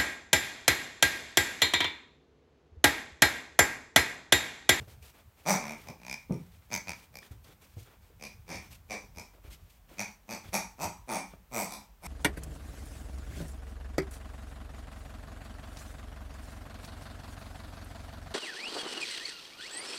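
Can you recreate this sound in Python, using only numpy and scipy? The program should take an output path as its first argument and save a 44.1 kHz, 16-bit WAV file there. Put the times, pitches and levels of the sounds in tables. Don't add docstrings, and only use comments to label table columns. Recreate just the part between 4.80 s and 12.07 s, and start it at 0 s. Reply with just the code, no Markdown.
import sys
import numpy as np
from scipy import signal
from scipy.fft import rfft, irfft, next_fast_len
from scipy.io import wavfile
from scipy.ndimage import uniform_filter1d, map_coordinates

SR = 44100
rng = np.random.default_rng(int(sys.argv[2]) if len(sys.argv) > 2 else 0)


def voltage_ratio(decibels):
    exponent = np.asarray(decibels, float) / 20
    return 10 ** exponent


def master(y):
    cut = np.clip(np.atleast_2d(y).T, -1, 1)
    pcm = np.round(cut * 32767)
    wavfile.write(sys.argv[1], SR, pcm.astype(np.int16))


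N = 320607


def unit(x):
    return x / np.sqrt(np.mean(x ** 2) + 1e-20)


def along(points, hz):
    f, v = np.transpose(points)
    return np.interp(np.log(hz + 1), np.log(f + 1), v)


def filtered(x, response):
    m = next_fast_len(len(x) + 4096)
    return irfft(rfft(x, m) * response(np.fft.rfftfreq(m, 1 / SR)), m)[:len(x)]


def ringing(modes):
    def shape(f):
        total = 0
        for k, (centre, width, db) in enumerate(modes):
            mode = 1j * f * width / (centre * centre - f * f + 1j * f * width)
            total = total + (-1) ** k * voltage_ratio(db) * mode
        return total
    return lambda f: shape(f) / np.sqrt(np.mean(np.abs(shape(f)) ** 2))


def dulled(hz, edge_hz):
    return 1 / (1 + 1j * hz / edge_hz) ** 2


def noise(spectrum):
    return unit(filtered(rng.standard_normal(N), lambda hz: voltage_ratio(along(spectrum, hz))))


def wobble(rate):
    return map_coordinates(rng.standard_normal(int(N * rate / SR) + 4), [np.arange(N) * rate / SR])


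def add(track, s, sound, wet_db):
    # (frequency [Hz], time [s])
    fade_times = [(100, 0.31), (400, 0.33), (650, 0.18), (900, 0.43), (1300, 0.35), (2800, 0.3),
                  (7300, 0.36), (15000, 0.21)]
    # (frequency [Hz], level [dB])
    echo_colour = [(150, 1), (1000, 1.5), (3000, .5), (6000, -2.5), (12000, -3)]
    hz, t, z = signal.stft(rng.standard_normal(SR // 2), SR, nperseg=256)
    tail = signal.istft(z * voltage_ratio(-60 * t / along(fade_times, hz)[:, None]), SR, nperseg=256)[1]
    tail = tail / np.linalg.norm(tail)
    tail = tail * np.clip((np.arange(len(tail)) / SR - .003) / .007, 0, 1)
    tail = filtered(tail, lambda hz: voltage_ratio(along(echo_colour, hz)))
    heard = voltage_ratio(wet_db) * signal.fftconvolve(sound, tail)
    heard[:len(sound)] += sound
    start = round(s * SR)
    track[start:start + len(heard)] += heard


def house():
    # (frequency [Hz], density [dB per Hz])
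    deep_colour = [(22, -53), (35, 6), (50, 12), (62, 4.5), (90, -47)]
    # (frequency [Hz], density [dB per Hz])
    drone_colour = [(40, -48), (58, -7.5), (70, -1.5), (100, -6.5), (170, -20.5), (400, -49.5)]
    # (frequency [Hz], density [dB per Hz])
    hiss_colour = [(88, -47), (150, 7.5), (315, -6.5), (888, -5), (1480, -8.5), (2270, -9.5), (4950, -14.5),
                   (10400, -15.5), (14500, -10), (16000, -13.5)]
    # (time [s], level [dB])
    stir = [
        (0, -51),
        (.4, -67),
        (2, -61),
        (3.3, -64.5),
        (3.75, -59.5),
        (4.6, -61.5),
        (5.1, -70.5),
        (5.8, -62.5),
        (7.27, -71.5),
    ]
    s, stir_db = np.transpose(stir)
    t = np.arange(N) / SR
    swell_db = -67.5 + 1.32 * t
    deep = voltage_ratio(swell_db + 0.72 * wobble(1.6)) * noise(deep_colour)
    drone = voltage_ratio(np.interp(t, s, stir_db) + 4.7 * wobble(13.0)) * noise(drone_colour)
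    return deep + drone + voltage_ratio(-64.5) * noise(hiss_colour)


def carpet():
    # (start [s], length [s], dull rub level [dB], bright scuff level [dB])
    strokes = [(0, 0.027, -61, -65), (0.072, 0.061, -62, -62), (0.218, 0.078, -64, -60.5),
               (0.337, 0.068, -63.5, -71), (0.565, 0.16, -65, -68.5), (0.97, 0.13, -59.5, -63.5),
               (1.584, 0.087, -70, -71), (1.714, 0.057, -71, -67.5), (1.808, 0.048, -71, -74),
               (2.133, 0.11, -65, -64), (2.415, 0.05, -61, -61.5), (2.507, 0.017, -63.5, -66),
               (2.635, 0.094, -63, -66), (2.809, 0.045, -63.5, -62.5), (2.886, 0.12, -80, -70.5),
               (2.966, 0.078, -75, -64), (3.052, 0.084, -62.5, -91), (3.215, 0.072, -70, -71),
               (3.814, 0.052, -61.5, -65), (3.903, 0.038, -64.5, -57.5), (4.531, 0.013, -61.5, -83),
               (4.634, 0.04, -60.5, -67), (4.7, 0.038, -63.5, -57.5), (4.786, .1, -75, -72.5),
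               (4.895, 0.06, -88, -68), (5.083, 0.21, -61, -66.5), (5.636, 0.053, -57, -63),
               (6.493, 0.051, -67.5, -90)]
    # (frequency [Hz], density [dB per Hz])
    rub_colour = [(150, 2.5), (400, 5.5), (1500, 0), (3500, -7), (7000, -15.5)]
    # (frequency [Hz], density [dB per Hz])
    fur_colour = [(590, -33), (1000, -16), (2440, 4), (3750, 1), (10200, -2.5), (14600, -2.5), (16000, -75)]
    # (frequency [Hz], width [Hz], level [dB])
    hollow_modes = [(1400, 250, -3.5), (2360, 200, 1.5), (3460, 290, -3)]
    t, dull, bright = np.arange(N) / SR, np.zeros(N), np.zeros(N)
    for s, length, rub_db, scuff_db in strokes:
        stroke = np.clip((t - s) / 0.0095, 0, 1) * voltage_ratio(-60 * np.clip(t - s - length, 0, 1) / 0.2)
        dull += stroke * voltage_ratio(rub_db)
        bright += stroke * voltage_ratio(scuff_db)
    hollow = np.zeros(N)
    for hz, width, db in hollow_modes:
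        tone = unit(filtered(rng.standard_normal(N), ringing([(hz, width, 0)])))
        hollow += voltage_ratio(db + 5.7 * wobble(14)) * tone
    rub = dull * voltage_ratio(1.2 * wobble(76)) * (noise(rub_colour) + voltage_ratio(-14.5) * hollow)
    return rub + bright * voltage_ratio(2.3 * wobble(120)) * noise(fur_colour)


def claws():
    # (time [s], peak level [dB], pitch [Hz])
    ticks = [
        (0.127, -55, 2380),
        (1.8238, -46, 2060),
        (2.4288, -32.5, 1840),
        (2.645, -45, 4520),
        (6.537, -30.5, 660),
        (4.541, -56, 1400),
        (4.583, -40, 636),
    ]
    track, t = np.zeros(N + SR), np.arange(SR // 50) / SR
    for s, db, hz in ticks:
        tick = np.sin(2 * np.pi * hz * t) + 0.42 * np.sin(2 * np.pi * 1.8 * hz * t)
        add(track, s, voltage_ratio(db - 10.0 - 60 * t / 0.016) * tick, wet_db=-9)
    return track[:N]


def paws():
    # (time [s], peak level [dB], board pitch [Hz], slap against thump [dB])
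    thumps = [(0.014, -35.5, 108, -15.5), (0.074, -44.5, 118, -9), (1.095, -39.5, 149, -2.5),
              (1.496, -31.5, 242, -7.5), (1.507, -19, 176, -11), (1.529, -28, 140, -36),
              (2.51, -34, 92, -23), (2.689, -51, 134, -5), (2.839, -53, 69, -21),
              (2.968, -31.5, 104, -18.5), (3.299, -51.5, 60, -9), (4.239, -47.5, 111, -9),
              (4.372, -38, 66.5, -9.5), (4.547, -54, 61.9, -3), (4.648, -37.5, 72, -16),
              (4.68, -37, 61.9, -34), (4.72, -41, 71.4, -39), (5.109, -57.5, 61.9, 8.5),
              (5.657, -40, 101, -23), (5.688, -34, 77.5, -38), (6.05, -35, 86, -9),
              (6.534, -43.5, 176, -10.5)]
    track, t = np.zeros(N + SR), np.arange(SR // 5) / SR
    pad = ringing([(279, 190, 8), (514, 290, 9), (810, 660, -0.5)])
    for s, db, hz, slap_db in thumps:
        boards = np.sin(2 * np.pi * hz * t) * voltage_ratio(-60 * t / 0.1) * (1 - np.exp(-t / 0.0012))
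        burst = rng.standard_normal(len(t)) * voltage_ratio(-60 * t / .08)
        slap = filtered(burst, lambda f: pad(f) * dulled(f, edge_hz=1000))
        add(track, s, voltage_ratio(db - 0.9) * boards + voltage_ratio(db + slap_db + 1.5) * slap, wet_db=-3.5)
    return track[:N]


def pressure(t, start, end, onset_db, bend, peak_s, peak_db, last_db):
    missing_db = onset_db * np.clip((peak_s - t) / max(peak_s - start, .01), 0, 1) ** bend
    fall = np.clip((t - peak_s) / max(end - peak_s, .003), 0, 1) ** 1.57
    return missing_db, peak_db - missing_db + (last_db - peak_db) * fall


def flap_slaps(t, s, rate, ring_db):
    rate_now = np.interp(t, s, rate)
    turns = np.cumsum(rate_now) / SR
    slaps = (np.diff(np.floor(turns), prepend=-1) > 0) & (t < s[-1] + .5 / rate[-1])
    limp_db = 2.5 * np.interp(rate_now, [150, 195], [0, 1]) * (-1) ** np.floor(turns)
    return slaps * voltage_ratio(21.5 + ring_db - limp_db + rng.standard_normal(len(t)))


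def puffs(clicks):
    def rush(shape, mode="full"):
        return signal.fftconvolve(clicks, shape, mode)[:len(clicks)] * rng.standard_normal(len(clicks))
    puff_t = np.arange(400) / SR
    puff = (puff_t / .001) ** 1.5 * voltage_ratio(-60 * puff_t / .0065)
    leak = rush(np.hanning(900), "same")
    air = rush(puff / np.linalg.norm(puff)) + voltage_ratio(-40) * leak
    return air, rush(voltage_ratio(-60 * puff_t / .011) * puff)


def tube_ring(shut, air, flat, tube_hz, flank_db, upper_db):
    # (frequency [Hz], width [Hz], level [dB])
    upper_modes = [(3670, 670, -17.5)]
    upper = [(hz, width, db + upper_db) for hz, width, db in upper_modes]
    sound = 0
    for way in (-.5, .5):
        pitch_hz = tube_hz * (1 - way * 0.029)
        tube = ringing([(0.93 * pitch_hz, 500, flank_db), (pitch_hz, 115, 0)] + upper)
        push = (.5 + 2 * way * flat) * (shut + 0.5 * air)
        sound = sound + filtered(push, lambda hz: voltage_ratio(6.0) * tube(hz) * dulled(hz, edge_hz=2030))
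    return sound


def snout_ring(shut, air, snout_hz, db):
    # (share of snout pitch [times], width [Hz], level [dB])
    snout_modes = [(0.766, 139, 4.5), (1.012, 135, 7.5), (1.218, 111, 7), (1.65, 233, -0.5)]
    snout = ringing([(k * snout_hz, width, level) for k, width, level in snout_modes])
    return filtered(voltage_ratio(db + 0.5) * (shut + 0.59 * air), lambda hz: snout(hz) * dulled(hz, edge_hz=1790))


def belly_ring(shut, db, wet_db):
    # (frequency [Hz], width [Hz], level [dB])
    belly_modes = [(193, 52, 8.5), (285, 720, -7)]
    belly = ringing([(100.5, 50, -10 - 2.1 * wet_db)] + belly_modes)
    return filtered(voltage_ratio(db + 1) * shut, lambda hz: belly(hz) * dulled(hz, edge_hz=740))


def jet_whistle(shut, air, jet_hz, db):
    # (frequency [Hz], width [Hz], level [dB])
    jet_modes = [(4586, 310, -7.5), (5170, 190, -8.5), (6140, 1540, -6.5)]
    jet = ringing([jet_modes[0], jet_modes[1], (jet_hz, 500, 0), jet_modes[2]])
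    return filtered(voltage_ratio(db) * (air + 0.068 * shut), lambda hz: jet(hz) * (1 - dulled(hz, edge_hz=8600)))


def spit_spray(spit, db, top_db, wet_db):
    # (frequency [Hz], width [Hz], level [dB])
    spit_modes = [(7910, 490, 0.5), (9500, 610, 1), (11280, 780, -2), (12750, 900, -2.5), (15000, 680, -7)]
    thin = ringing([(hz, width, level + rng.normal(0, 2.7)) for hz, width, level in spit_modes])

    def response(hz):
        tilt_db = top_db * (hz / 15000) ** 2 - 0.84 * wet_db * (hz / 15000) ** 4
        return thin(hz) * (1 - dulled(hz, edge_hz=11000)) * voltage_ratio(tilt_db)
    return filtered(voltage_ratio(db - 6.5) * spit, response)


def toy():
    # (time [s], slaps a second [1/s])
    flaps = [
        [(0.6542, 133.8), (0.7012, 212.7), (0.7702, 103.6)],
        [(0.7822, 68.2), (0.9292, 76.7), (0.9622, 67.0)],
        [(1.0592, 83.6), (1.1012, 59.4)],
        [(1.1992, 57.9), (1.3222, 66.9), (1.3412, 74.1)],
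        [(1.5062, 63.5), (1.5632, 41.9)],
        [(1.9032, 77.8), (1.9222, 128.1), (1.9762, 59.1)],
        [(2.0605, 80.0), (2.078, 101.0), (2.1352, 58.0)],
        [(2.3292, 86.8), (2.3552, 68.2), (2.3872, 56.3)],
        [(3.3977, 76.0), (3.4372, 74.5), (3.4682, 57.9)],
        [(3.6672, 79.6), (3.6912, 88.2), (3.7572, 63.2)],
        [(4.0892, 113.9), (4.1262, 99.2), (4.1722, 77.8)],
        [(4.349, 82.0), (4.368, 92.0), (4.4142, 58.0)],
        [(5.1722, 87.5), (5.2132, 112.7), (5.2452, 69.0)],
        [(5.4812, 102.4), (5.5162, 122.2), (5.5482, 70.4)],
        [(5.7245, 160.0), (5.744, 208.0), (5.8092, 60.0)],
        [(5.9832, 115.9), (6.0452, 193.4), (6.0702, 81.0)],
        [(6.2752, 134.1), (6.3482, 90.6), (6.3682, 91.0)],
        [(6.7132, 131.3), (6.8182, 93.5), (6.8602, 59.7)],
        [(6.8782, 65.5), (6.9222, 70.2), (6.9682, 61.3)],
        [(7.2152, 128.5), (7.2402, 189.5), (7.2632, 161.6)],
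    ]
    # (hardest moment [s], pressure there [dB], pressure at letting go [dB],
    # snout against tube [dB], spit against tube [dB])
    bites = [(0.692, -32, -37, 1, -2.5), (.905, -37.5, -55, -1, -10), (1.086, -45, -47.5, -0.5, -7),
             (1.322, -35, -37, -7, -9.5), (1.513, -48.5, -64, -19, -2), (1.95, -30.5, -36.5, -4.5, -6.5),
             (2.095, -32, -42, -8, -10.5), (2.365, -45.5, -47.5, -5, -4), (3.443, -38.5, -47.5, -7.5, -6.5),
             (3.695, -43, -46.5, -5.5, -6), (4.113, -40.5, -71, -4, -5.5), (4.393, -43.5, -60, -3, -2),
             (5.202, -33.5, -46, -6.5, -8), (5.518, -38.5, -44, -1.5, -2), (5.751, -34.5, -50, -2, 1),
             (6.037, -40.5, -51, 4.5, 2), (6.315, -39.5, -39.5, 3.5, 2), (6.795, -38.5, -51, 3.5, 7),
             (6.922, -46.5, -63, 1.5, 6), (7.26, -50.5, -45, 2, 5.5)]
    # (tube [Hz], jet [Hz], snout [Hz], jet against tube [dB],
    # room against direct sound [dB])
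    grips = [(2356, 5840, 745, -0.5, -1), (2380, 5300, 767, -6.5, -2), (2440, 5100, 660, -3, -1.5),
             (2420, 5100, 826, -4, -4.5), (2340, 5600, 460, -4.5, 2), (2380, 6150, 780, -0.5, -5.5),
             (2435, 5060, 790, -5.5, -7), (2380, 5000, 670, -1.5, -7), (2450, 5000, 610, -2.5, 0.5),
             (2380, 5180, 606, -4, 8), (2380, 5750, 630, -2.5, 5.5), (2410, 5100, 780, 1, 0),
             (2434, 5650, 756, -1, -2.5), (2465, 5900, 730, -2, 1.5), (2420, 5670, 750, 0, 0),
             (2550, 5900, 790, 1.5, -0.1), (2396, 5700, 770, -2.5, 3.5), (2380, 5720, 760, 0.5, 2.5),
             (2380, 3860, 803, 3.5, 4.5), (2400, 5150, 800, -4.5, 7.5)]
    track = np.zeros(N + SR)
    let_go = 0
    for flap, (*push, snout_db, spit_db), grip in zip(flaps, bites, grips):
        s, rate = np.transpose(flap)
        start, end = s[0], s[-1]
        tube_hz, jet_hz, snout_hz, jet_db, wet_db = grip
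        t = start + np.arange(round((end - start) * SR) + SR // 10) / SR
        onset_db = 10 if start - let_go < .03 else 21.5
        let_go = end
        bend = 2.6 * rate[0] / 100
        missing_db, ring_db = pressure(t, start, end, onset_db, bend, *push)
        below_db = ring_db - ring_db.max()
        flat = np.interp(t, [start, end], [-.5, .5])

        belly_db = -4 + 0.56 * missing_db + 0.74 * snout_db
        snout_db = snout_db - 8.5 * flat
        spit_db = spit_db + 0.5 * flat
        top_db, upper_db = 0.24 * spit_db.mean(), 0.21 * spit_db.mean()
        late_db = 4 * np.interp(t, [start, push[0]], [1, 0])
        jet_db = jet_db + 0.5 * flat + 0.13 * below_db - late_db
        spit_db = spit_db + 0.2 * below_db - late_db
        flank_db = -10 + 1.5 * np.log2(rate.max() / 100)

        clicks = flap_slaps(t, s, rate, ring_db)
        air, spit = puffs(clicks)
        shut = np.roll(clicks, round(.0009 * SR))
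        sound = tube_ring(shut, air, flat, tube_hz, flank_db, upper_db)
        sound += snout_ring(shut, air, snout_hz, snout_db)
        sound += belly_ring(shut, belly_db, wet_db)
        sound += jet_whistle(shut, air, jet_hz, jet_db)
        sound += spit_spray(spit, spit_db, top_db, wet_db)
        add(track, start - .0008, sound, wet_db)
    return track[:N]


def scene():
    return (house() + carpet() + claws() + paws() + toy())[None]


def top_cut(x):
    return signal.sosfilt(signal.butter(12, 16660, fs=SR, output="sos"), x)


def record(dry):
    def port(hz):
        dip = 1 - 0.42 * np.exp(-((hz - 10300) / 350) ** 2)
        return dip * (hz < 15870) / (1 + (30 / (hz + 1)) ** 4)
    heard = filtered(dry[0], port)
    treble = filtered(heard, lambda hz: 1 / (1 + (1500 / (hz + 1)) ** 2))
    power = uniform_filter1d(treble ** 2, size=round(0.036 * SR))
    level_db = 10 * np.log10(np.abs(power) + 1e-12)
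    closed = np.clip((-61 - level_db) / 20, 0, 1)
    mix = heard - (1 - voltage_ratio(-11 * closed)) * treble
    return top_cut(mix[None])


dry = scene()
out = record(dry)
master(out)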